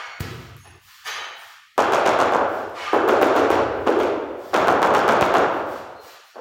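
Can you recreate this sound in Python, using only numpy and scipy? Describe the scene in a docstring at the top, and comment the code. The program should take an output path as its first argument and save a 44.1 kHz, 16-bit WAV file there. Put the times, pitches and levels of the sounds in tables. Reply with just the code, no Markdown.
"""A steel scraper already under way dies off, a heavy thud follows, and a stiff broom hisses over gritty concrete.
Then a rubber mallet beds a large tile in quick runs of taps in a bare, echoing hall under construction.
Taps are damped swings with a crack, the hiss of broom and one trowel scrape is a train of random impulses,
and blades are resonators driven by noise. Walls answer as discrete echoes, the hall as decaying noise, over
still air and a faint rumble. The phone evens the level and mutes bands that fall quiet."""
import sys
import numpy as np
from scipy import signal
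from scipy.fft import rfft, irfft
from scipy.io import wavfile
from scipy.ndimage import uniform_filter1d

SR = 44100
rng = np.random.default_rng(int(sys.argv[2]) if len(sys.argv) > 2 else 0)


def boost(x):
    """Linear amplitude factor 10**(x/20) for a level x in decibels (scalar or array-like)."""
    u = np.asarray(x, float) / 20
    return 10 ** u


def transcribe(u):
    """Save the signal u as a 16-bit wav file named by the first command-line argument.

    u: samples, shape (n,) or (channels, n), limited to [-1, 1]; the rate is SR.
    q: integer samples, one column per channel.
    """
    v = np.clip(np.atleast_2d(u).T, -1, 1)
    q = np.round(v * 32767).astype(np.int16)
    wavfile.write(sys.argv[1], SR, q)


N = 282460
LEAD = 11025   # samples of sound already under way before t = 0

# mallet on tile: [t/s, blow level/dB, shading of the direct path by the tiler's body/dB, crack level/dB]
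TAPS = [(1.7795, -6.5, -6, 10), (1.9228, -8.5, -10, 12), (2.0496, -7, -55, 11.5), (2.19, -8, -11, 10),
        (2.323, -8.5, -10, 4), (2.932, -7.5, -10, 1.5), (3.0789, -7, -15, 9), (3.2149, -7, -10.5, 10),
        (3.3541, -7.5, -20, 10.5), (3.5036, -8.5, -6.5, 9), (3.861, -8.5, -46, 6.5),
        (3.9908, -12.5, -13.5, 10), (4.5332, -5, -21, 9), (4.6730, -5.5, -8.5, 4.5),
        (4.8192, -5.5, -8.5, 6), (4.9397, -5.5, -11, 8.5), (5.08, -5, -7, 7.5), (5.2110, -9, -3, 11),
        (5.3410, -4.5, -8, 6.5), (6.357, -28.5, -19, -23)]
# each run of taps stays on one place of the tile: [number of taps, index into WALL_ECHOES]
RUNS = [(5, 0), (5, 1), (2, 2), (7, 3), (1, 0)]
# pitch of the tile, one value per run: [f/Hz]
RUN_PITCH = [595, 339, 381, 528, 483]
# swings below this are stopped by the adhesive, one value per run: [f/Hz]
RUN_BEDDING = [156, 270, 226, 126, 232]
# width of the swing's resonance, one value per run: [share of the pitch]
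RUN_WIDTH = [1.06, 1.4, 0.66, 1.37, 0.96]
# brightness of the crack, one value per run: [slope about 6 kHz/(dB per octave)]
RUN_TILT = [2, 3, 1.5, 1.5, -15]
# the low swing is stronger close by, along the floor, one value per run: [level/dB]
RUN_NEAR = [1.4, 5.1, 1.8, 1.3, 4.3]
# crack where rubber meets glaze, with the small microphone's peak, before the tilt: [f/Hz, level/dB per Hz]
CRACK_SPECTRUM = [(1000, -29), (2000, 6.5), (3200, 4), (4500, -1.5), (7000, -3), (9000, -8.5), (12000, -12),
                  (14700, -10), (16500, -13)]
# direct sound returning off tools and knees: [delay/s, level/dB]
FLOOR_ECHOES = [(.0024, -2), (.0052, -6.5)]
# nearest walls from each place, before random unevenness: [delay/s, level/dB at each of ECHO_BANDS]
WALL_ECHOES = [
    [(.0102, 5.5, -24, -9, -13), (.0137, -1, 4.5, 4, -10), (.0226, -2, -3, 1, -8), (.0265, -4, -15, 5, -13),
     (.034, 9.5, -6, -3, -14), (.043, -23, -5, 1, -18)],
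    [(.0097, -4, 4.5, -13, 6.5), (.0154, 4, 12.5, -19, -10), (.0182, -5, -16, -21, -13),
     (.0292, 1, -15, -0.5, -11), (.043, -1, -26, -3, -26)],
    [(.0095, 5, -10, -17, -4), (.0137, -2, 1, -6, -13), (.022, -6, 11, -16, -12), (.0275, -6, -1, -8, -8),
     (.043, -1, -1, -8, -5)],
    [(.0099, -0.5, 6.5, 5, 0), (.0155, 3, 10.5, -16, -3), (.025, -14, -10, -14, -17),
     (.0292, -17, 2, 0, -17), (.033, 1.5, -8, -10, -5), (.0425, -7, -21, 2, -12), (.052, -18, -5, -7, -7)],
]
# frequencies at which the wall echoes are given: [f/Hz]
ECHO_BANDS = [700, 3000, 6500, 13000]
# broom strokes, and at 1.055 the hiss of the trowel's scrape: [start t/s, length/s, peak level of the hiss/dB]
HISSES = [(-.1, 0.074, -51), (0.196, 0.038, -44.5), (0.23, 0.29, -63.5), (0.513, 0.13, -91),
          (0.804, 0.27, -59.5), (1.055, 0.056, -55), (1.2, 0.11, -72), (1.346, 0.23, -60),
          (2.473, 0.17, -60), (2.771, 0.13, -100), (3.74, 0.38, -70), (4.365, 0.38, -61), (5.51, 0.11, -63),
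          (5.657, 0.16, -58), (6, 0.17, -56.5), (6.237, 0.091, -66.5)]
# hiss over grit, relative spectrum: [f/Hz, level/dB per Hz]
HISS_SPECTRUM = [(700, -17), (1200, -4), (2000, -10), (4000, -6), (6200, -5.5), (8000, -6), (11000, -8),
                 (14700, -1), (16000, 4)]
# grit flicked by the bristles: [t/s, level/dB]
GRIT_TICKS = [(.537, -66), (.567, -21), (1.255, -62), (2.697, -28.5)]
# trowel modes, before damping and tilt: [f/Hz, width/Hz, level/dB]
TROWEL_MODES = [(1230, 74, -3), (1850, 36, 0), (3000, 48, -9), (3210, 46, -12), (3850, 44, -13),
                (4200, 54, -12), (4740, 29, -16), (4920, 130, -14), (5440, 57, -19), (5920, 51, -13),
                (6280, 56, -10), (6490, 63, -10), (6780, 35, -23), (6990, 18, -27), (7520, 40, -27),
                (7790, 52, -27), (8120, 25, -35), (8610, 60, -33), (9070, 30, -26), (9250, 47, -22),
                (9540, 21, -33), (9950, 98, -19), (10700, 71, -31), (11100, 58, -35), (11600, 33, -39),
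                (12500, 24, -33), (12800, 41, -30), (14000, 95, -28), (14800, 90, -26), (15300, 42, -35)]
# scraper modes, before damping and tilt: [f/Hz, width/Hz, level/dB]
SCRAPER_MODES = [(1220, 38, -3), (1690, 95, -8), (2190, 46, -11), (2650, 50, -7), (3010, 31, -4),
                 (3500, 92, -15), (4410, 46, -18), (5010, 99, -27), (5530, 70, -30), (5780, 87, -21),
                 (6220, 73, -28), (6640, 74, -27), (6890, 87, -28), (7240, 24, -35), (8010, 75, -37),
                 (8890, 59, -42), (9500, 76, -43), (10000, 100, -41), (10700, 49, -45), (11300, 55, -46),
                 (13100, 31, -46), (13900, 45, -43), (14200, 32, -41), (14600, 69, -43), (15200, 66, -36),
                 (15500, 50, -44)]
# trowel touched or dragged: [t/s, level/dB, length/s, centre f/Hz, spread/octaves]
TROWEL_TOUCHES = [(0.585, -54, 0.064, 6490, 0.012), (0.586, -54, 0.14, 9950, 0.033),
                  (0.568, -106.5, 0.063, 13500, 0.028), (1.044, -36.5, 0.044, 3550, 4),
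                  (1.055, -51, 0.06, 14000, 0.2), (1.1, -50.5, 0.13, 1820, 1.02),
                  (1.38, -53, 0.038, 8870, 0.011), (1.4, -73, 0.044, 11000, 0.0067),
                  (5.954, -51, 0.06, 4200, 0.018)]
# scraper touched or dragged: [t/s, level/dB, length/s, centre f/Hz, spread/octaves]
SCRAPER_TOUCHES = [(-.12, -42.5, 0.038, 2350, 0.9), (-.12, -64.5, 0.099, 1170, 0.57),
                   (-.06, -53, 0.2, 4410, .03), (-.04, -49, 0.2, 2190, .03), (-.06, -60, .2, 5780, .02),
                   (-.03, -61, .14, 6890, .015), (-.06, -54.5, 0.13, 6400, 0.19),
                   (2.701, -76.5, 0.093, 15180, 0.026), (2.73, -45.5, 0.17, 3000, 1.3),
                   (2.82, -40, .11, 1220, .05), (2.77, -45, .045, 3010, .03), (2.78, -48, .06, 2190, .03),
                   (2.84, -48, .06, 2650, .03), (2.76, -55, .05, 5790, .02), (2.785, -55, .035, 6640, .02)]
# things set down on the slab: [t/s, level/dB, f/Hz, grit level/dB, share sent into the hall/dB]
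THUDS = [(0.205, -2, 107, -8, -15.5), (.214, -17.5, 340, -25, -9), (0.237, -16, 610, -13, -11.5),
         (0.646, -30.5, 820, -3.5, 1.5), (3.514, -13, 80.5, -2, -3.5), (4.421, -30, 457, -36, 0),
         (5.22, -1, 130, -17, -49)]
# reverberation time: [f/Hz, T60/s]
HALL_T60 = [(60, 2.32), (200, 1.16), (500, 1.497), (1200, 1.376), (3000, 1.124), (6000, 0.67), (9000, 0.64),
            (12000, 0.42), (15000, 0.22)]
# relative initial level of the reverberation: [f/Hz, level/dB]
HALL_COLOUR = [(50, -14.5), (90, -2.5), (160, -1), (300, 4), (800, 1.5), (1500, 3), (2200, 3), (6500, -5.5),
               (9000, -15), (15000, -10)]
# muting threshold, before it shifts with the whole level: [f/Hz, level/dB per bin]
MUTE_THRESHOLD = [(60, -58), (120, -51), (220, -56.5), (500, -54.5), (1000, -62), (1500, -64.5),
                  (2200, -94), (5000, -99), (15000, -105)]

RUBBER_CUT_HZ, SMEAR_RAD = 1464, .24
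DIRECT_DB, BODY_SHADE = 8.5, 0.57   # unshaded direct path; share of the shading that the low swing suffers
HISS_PEAK, HISS_POINTED = 0.31, 0.72   # share of the length spent rising; power of the arch
RESTING_DB = -76   # bristles at rest
TROWEL_DAMPING, SCRAPER_DAMPING = .6, .5   # factors on the mode widths
BLADE_CUT_HZ = 480   # small blades radiate no bass
LIGHT_TOUCH_HALL_DB = -11   # a touch that wakes one mode is close by and hardly reaches the hall
HALLS = 5   # each tap lands a little elsewhere and wakes another pattern of the hall
HALL_DB, HALL_FILL_S = -20.5, 0.0053
FAR_END_S, FAR_END_SPREAD_S, FAR_END_SHARE = 0.1, 0.031, 0.24   # the far end answers late with a swell
AIR_DB, RUMBLE_DB, RUMBLE_HZ = -55, -54.5, 85


def rms_one(x):
    """Normalisation: scale to unit rms."""
    return x / np.sqrt(np.mean(x ** 2) + 1e-20)


def at_hz(points, hz):
    """Interpolation: read a table on a log-frequency axis."""
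    table = np.array(points)
    return np.interp(np.log(np.maximum(hz, 1)), np.log(table[:, 0]), table[:, 1])


def coloured(x, points):
    """Linear filtering: multiply the spectrum by a curve in dB."""
    return irfft(rfft(x) * boost(at_hz(points, np.fft.rfftfreq(len(x), 1 / SR))), len(x))


def resonate(x, hz, width_hz):
    """Simple resonance: a pole pair with gain 1 at its peak."""
    r = np.exp(-np.pi * width_hz / SR)
    poles = [1, -2 * r * np.cos(2 * np.pi * hz / SR), r * r]
    return signal.lfilter([(1 - r * r) / 2, 0, (r * r - 1) / 2], poles, x + 1e-18)


def add(out, s, x):
    """Superposition: mix a short sound in at a time."""
    i = round(s * SR)
    out[i:i + len(x)] += x[:max(len(out) - i, 0)]


def tile_blow(click, hz, bedding_hz, wide, tilt_db, crack_db, wander):
    """Impact excitation: spectra of the bedded tile's damped swing and of the crack, and their common phase."""
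    # the soft head cannot drive the tile above its cut; wet adhesive stops the slow swings
    rubber = signal.cheby1(4, .5, RUBBER_CUT_HZ, fs=SR, output="sos")
    bedding = signal.butter(3, bedding_hz, "high", fs=SR, output="sos")
    swing = signal.sosfilt(np.vstack([rubber, bedding]), resonate(click, hz, wide * hz))
    tilted = [(f, db + tilt_db * np.log2(max(f, 3000) / 6000)) for f, db in CRACK_SPECTRUM]
    body = rfft(-swing / swing.max())
    edge = rfft(boost(crack_db) * coloured(click, tilted))
    # the contact spreads the treble over a millisecond
    smear = np.cumsum(wander) * np.clip(np.arange(len(body)) / 150 - .6, 0, 1)
    return abs(body), abs(edge), np.exp(1j * (np.angle(body) + SMEAR_RAD * smear))


def mallet(slab_db=-14, echo_uneven_db=3.0, clutter_db=-16):
    """Impact and reflection: each tap is a swing and a crack; walls answer by place, the slab hums into the hall."""
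    direct, walls, sent = np.zeros(N), np.zeros(N), np.zeros((HALLS, N))
    t = np.arange(2048) / SR
    click_at = 44   # samples of room for the smear ahead of the blow
    click = 1. * (np.arange(len(t)) == click_at)
    slab = np.sin(2 * np.pi * 95 * t) * np.exp(-t / 0.0027)
    counts, spots = np.transpose(RUNS)
    by_run = [RUN_PITCH, RUN_BEDDING, RUN_WIDTH, RUN_TILT, RUN_NEAR, spots]
    places = np.repeat(by_run, counts, axis=1).T
    draws = rng.standard_normal((len(TAPS), 3, len(t) // 2 + 1))
    for k, (blow, place, (wander, uneven, litter)) in enumerate(zip(TAPS, places, draws)):
        s, blow_db, shade_db, crack_db = blow
        hz, bedding_hz, wide, tilt_db, near_db, spot = place
        body, edge, phase = tile_blow(click, hz, bedding_hz, wide, tilt_db, crack_db, wander)
        start = s - click_at / SR
        shaded = np.hypot(boost(near_db + BODY_SHADE * shade_db) * body, boost(shade_db) * edge)
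        add(direct, start, boost(blow_db + DIRECT_DB) * irfft(shaded * phase))
        tap = boost(blow_db) * irfft(np.hypot(body, edge) * phase)
        dull_tap = signal.lfilter([.6], [1, -.4], tap)
        for (delay, *colour_db), c in zip(WALL_ECHOES[int(spot)], uneven):
            echo = coloured(tap, list(zip(ECHO_BANDS, colour_db)))
            add(walls, start + delay, boost(echo_uneven_db * c) * echo)
        # ledges, tools and people scatter fifty weak returns
        for delay, c in zip(.035 + .014 * litter[:50], litter[50:]):
            add(walls, start + max(delay, .011), boost(clutter_db) * c * dull_tap)
        add(sent[k % HALLS], start, tap)
        add(sent[k % HALLS], s, boost(blow_db + slab_db) * slab)
    dull_direct, close = signal.lfilter([.3], [1, -.7], direct), direct.copy()
    for delay, db in FLOOR_ECHOES:
        add(close, delay, boost(db) * dull_direct)
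    return close + walls, sent


def pressure():
    """Contact force as envelope: broom strokes and the trowel's scrape each press down and lift in one arch."""
    t, out = np.arange(N) / SR, boost(RESTING_DB)
    for s, length, db in HISSES:
        along = np.interp(t, [s, s + HISS_PEAK * length, s + length], [0, .5, 1])
        out = out + boost(db) * abs(np.sin(np.pi * along)) ** HISS_POINTED
    return out


def broom_and_scrape_hiss(snaps_per_s=9000, size_db=3.0):
    """Shot noise: broom, and once the trowel, snap over grit at random instants; a few grains are flicked loose."""
    sizes = boost(size_db * np.minimum(rng.exponential(1, N), 5)) * rng.choice([-1, 1], N)
    hiss = coloured(sizes * (rng.random(N) < snaps_per_s / SR), HISS_SPECTRUM)
    # the levels in HISSES are the rms in this treble band
    treble = signal.butter(4, [10900, 13600], "band", fs=SR, output="sos")
    out = hiss / np.std(signal.sosfilt(treble, hiss)) * pressure()
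    for s, db in GRIT_TICKS:
        add(out, s, boost(db) * np.array([1, -1.5, .5]))
    return out


def steel(modes, touches, damping, rasp_db, tilt_db):
    """Modal excitation: scraping noise wakes the blade's modes near one pitch, over a rasp; also the hall's share."""
    out, sent, t = np.zeros(LEAD + N), np.zeros(LEAD + N), np.arange(20000) / SR
    noises = rng.standard_normal((len(touches), len(t)))
    for (s, db, length, centre_hz, octaves), noise in zip(touches, noises):
        scrape = noise * np.sqrt(np.sin(np.pi * np.clip(t / length, .02, 1)) + 1e-12)
        rasp = resonate(scrape, 0.23 * centre_hz, centre_hz * min(octaves, .9))
        ringing = boost(rasp_db) * rasp * min(octaves, 1) ** 2
        for k, (hz, width, mode_db) in enumerate(modes):
            near = np.exp(-.5 * (np.log2(hz / centre_hz) / octaves) ** 2)
            gain = (-1) ** k * near * boost(mode_db + tilt_db * np.log2(hz / 2000))   # tilt in dB per octave
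            ringing += gain * resonate(scrape, hz, damping * width)
        ringing = boost(db) * ringing / np.std(ringing[:int(length * SR)])
        add(out, s + LEAD / SR, ringing)
        add(sent, s + LEAD / SR, ringing * boost(LIGHT_TOUCH_HALL_DB * (octaves < .1)))
    return np.array([out, sent])


def blades():
    """Radiation from small plates: trowel and scraper together, without bass."""
    trowel = steel(TROWEL_MODES, TROWEL_TOUCHES, TROWEL_DAMPING, rasp_db=-10.5, tilt_db=7.5)
    scraper = steel(SCRAPER_MODES, SCRAPER_TOUCHES, SCRAPER_DAMPING, rasp_db=-11, tilt_db=-9.0)
    return signal.sosfilt(signal.butter(2, BLADE_CUT_HZ, "high", fs=SR, output="sos"), trowel + scraper)


def thuds(cycles=0.41):
    """Heavily damped oscillation: a low push into the slab and a puff of grit; also what reaches the hall."""
    out, sent, t = np.zeros(N), np.zeros(N), np.arange(9000) / SR
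    puffs = rng.standard_normal((len(THUDS), len(t)))
    for (s, db, hz, grit_db, hall_db), puff in zip(THUDS, puffs):
        low = np.sin(2 * np.pi * hz * t) * np.exp(-t * hz / cycles)   # falls to 1/e in this many cycles
        grit = signal.lfilter([.3], [1, -.7], puff) * (1 - np.exp(-t / 0.00018)) * np.exp(-t / 0.0039)
        thud = low + boost(grit_db) * grit
        add(out, s, boost(db) * thud)
        add(sent, s, boost(db + hall_db) * thud)
    return out, sent


def hall(lumpy_db=2.0, lumpy_s=0.24):
    """Diffuse reverberation: bands of noise fill in and die away, treble soonest; lumpy with returns at first."""
    t = np.arange(int(1.8 * SR)) / SR
    edges = 45 * 2 ** np.arange(0, 8.6, 1 / 3)
    white = rng.standard_normal((2, HALLS, len(t)))
    lumps = rng.standard_normal((HALLS, len(t)))
    lumps = rms_one(uniform_filter1d(uniform_filter1d(lumps, size=60), size=60))
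    depth = lumpy_db * np.log(10) / 20 * np.exp(-t / lumpy_s)
    white = white * np.exp(depth * lumps - depth ** 2)
    tail = 0
    for k, (low, high) in enumerate(zip(edges, edges[1:])):
        hz = np.sqrt(low * high)
        third_octave = signal.butter(3, [low, high], "band", fs=SR, output="sos")
        band = signal.sosfilt(third_octave, white[k % 2])   # neighbouring bands use different noise
        tail = tail + band * boost(at_hz(HALL_COLOUR, hz) - 60 * t / at_hz(HALL_T60, hz))
    fill = 1 - np.exp(-(t / HALL_FILL_S) ** 2)
    swell = 1 + FAR_END_SHARE * np.exp(-((t - FAR_END_S) / FAR_END_SPREAD_S) ** 2)
    return boost(HALL_DB) * tail * fill * swell


def still_air():
    """Stationary noise: white noise through a one-pole low-pass."""
    return boost(AIR_DB) * rms_one(signal.lfilter([1], [1, -.9], rng.standard_normal(N)))


def faint_rumble():
    """Narrow-band noise: white noise through two equal resonances."""
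    once = resonate(rng.standard_normal(N), RUMBLE_HZ, 88)
    return boost(RUMBLE_DB) * rms_one(resonate(once, RUMBLE_HZ, 88))


def scene():
    """Superposition of direct sound, reverberation by convolution, still air and a faint rumble."""
    early, taps_sent = mallet()
    hiss = broom_and_scrape_hiss()
    low, low_sent = thuds()
    tools, tools_sent = blades()
    sent = np.pad(taps_sent, ((0, 0), (LEAD, 0)))
    sent[0] += boost(6.5) * tools_sent + np.pad(boost(2.5) * hiss + low_sent, (LEAD, 0))
    wet = signal.fftconvolve(sent, hall(), axes=1)[:, LEAD:LEAD + N].sum(axis=0)
    return (early + hiss + low + tools[LEAD:] + wet + still_air() + faint_rumble())[None]


def suppressor(x, depth_db=-30, soft_db=3, opening=0.73, quiet_db=-45):
    """Spectral gating: bands under the threshold are turned far down, less readily while the whole is loud."""
    hz, _, z = signal.stft(x, SR, nperseg=1024)
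    power = uniform_filter1d(uniform_filter1d(abs(z) ** 2, size=5, axis=0), size=3, axis=1)
    whole_db = 10 * np.log10(signal.lfilter([.25], [1, -.75], power.sum(axis=0)) + 1e-20)
    above = 10 * np.log10(power + 1e-20) - at_hz(MUTE_THRESHOLD, hz)[:, None]
    above = above + opening * np.clip(whole_db - quiet_db, -15, 15)
    closed = 1 / (1 + np.exp(np.clip(above / soft_db, -30, 30)))
    return signal.istft(z * boost(depth_db * closed), SR, nperseg=1024)[1][:N]


def gain_control(x, knee_db=-22, squeeze=0.051, release_db_s=60, attack_s=0.0053):
    """Dynamic compression: level above the knee is turned down quickly and let back slowly."""
    level = 10 * np.log10(uniform_filter1d(x ** 2, size=220) + 1e-12)
    ramp = release_db_s * np.arange(len(x)) / SR
    held = np.maximum.accumulate(level + ramp) - ramp
    r = np.exp(-1 / (attack_s * SR))
    return x * boost(signal.lfilter([1 - r], [1, -r], -squeeze * np.maximum(held - knee_db, 0)))


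def low_pass(x):
    """Removes everything above the highest recorded frequency."""
    return signal.sosfilt(signal.butter(12, 15850, fs=SR, output="sos"), x)


def record(dry):
    """Signal chain of the phone: bass cut, suppressor, gain control and soft ceiling."""
    x = signal.sosfilt(signal.butter(5, 62, "high", fs=SR, output="sos"), dry[0])
    x = gain_control(suppressor(x))
    mix = 0.98 * np.tanh(x / 2.353)[None]
    return low_pass(mix)


dry = scene()
out = record(dry)
transcribe(out)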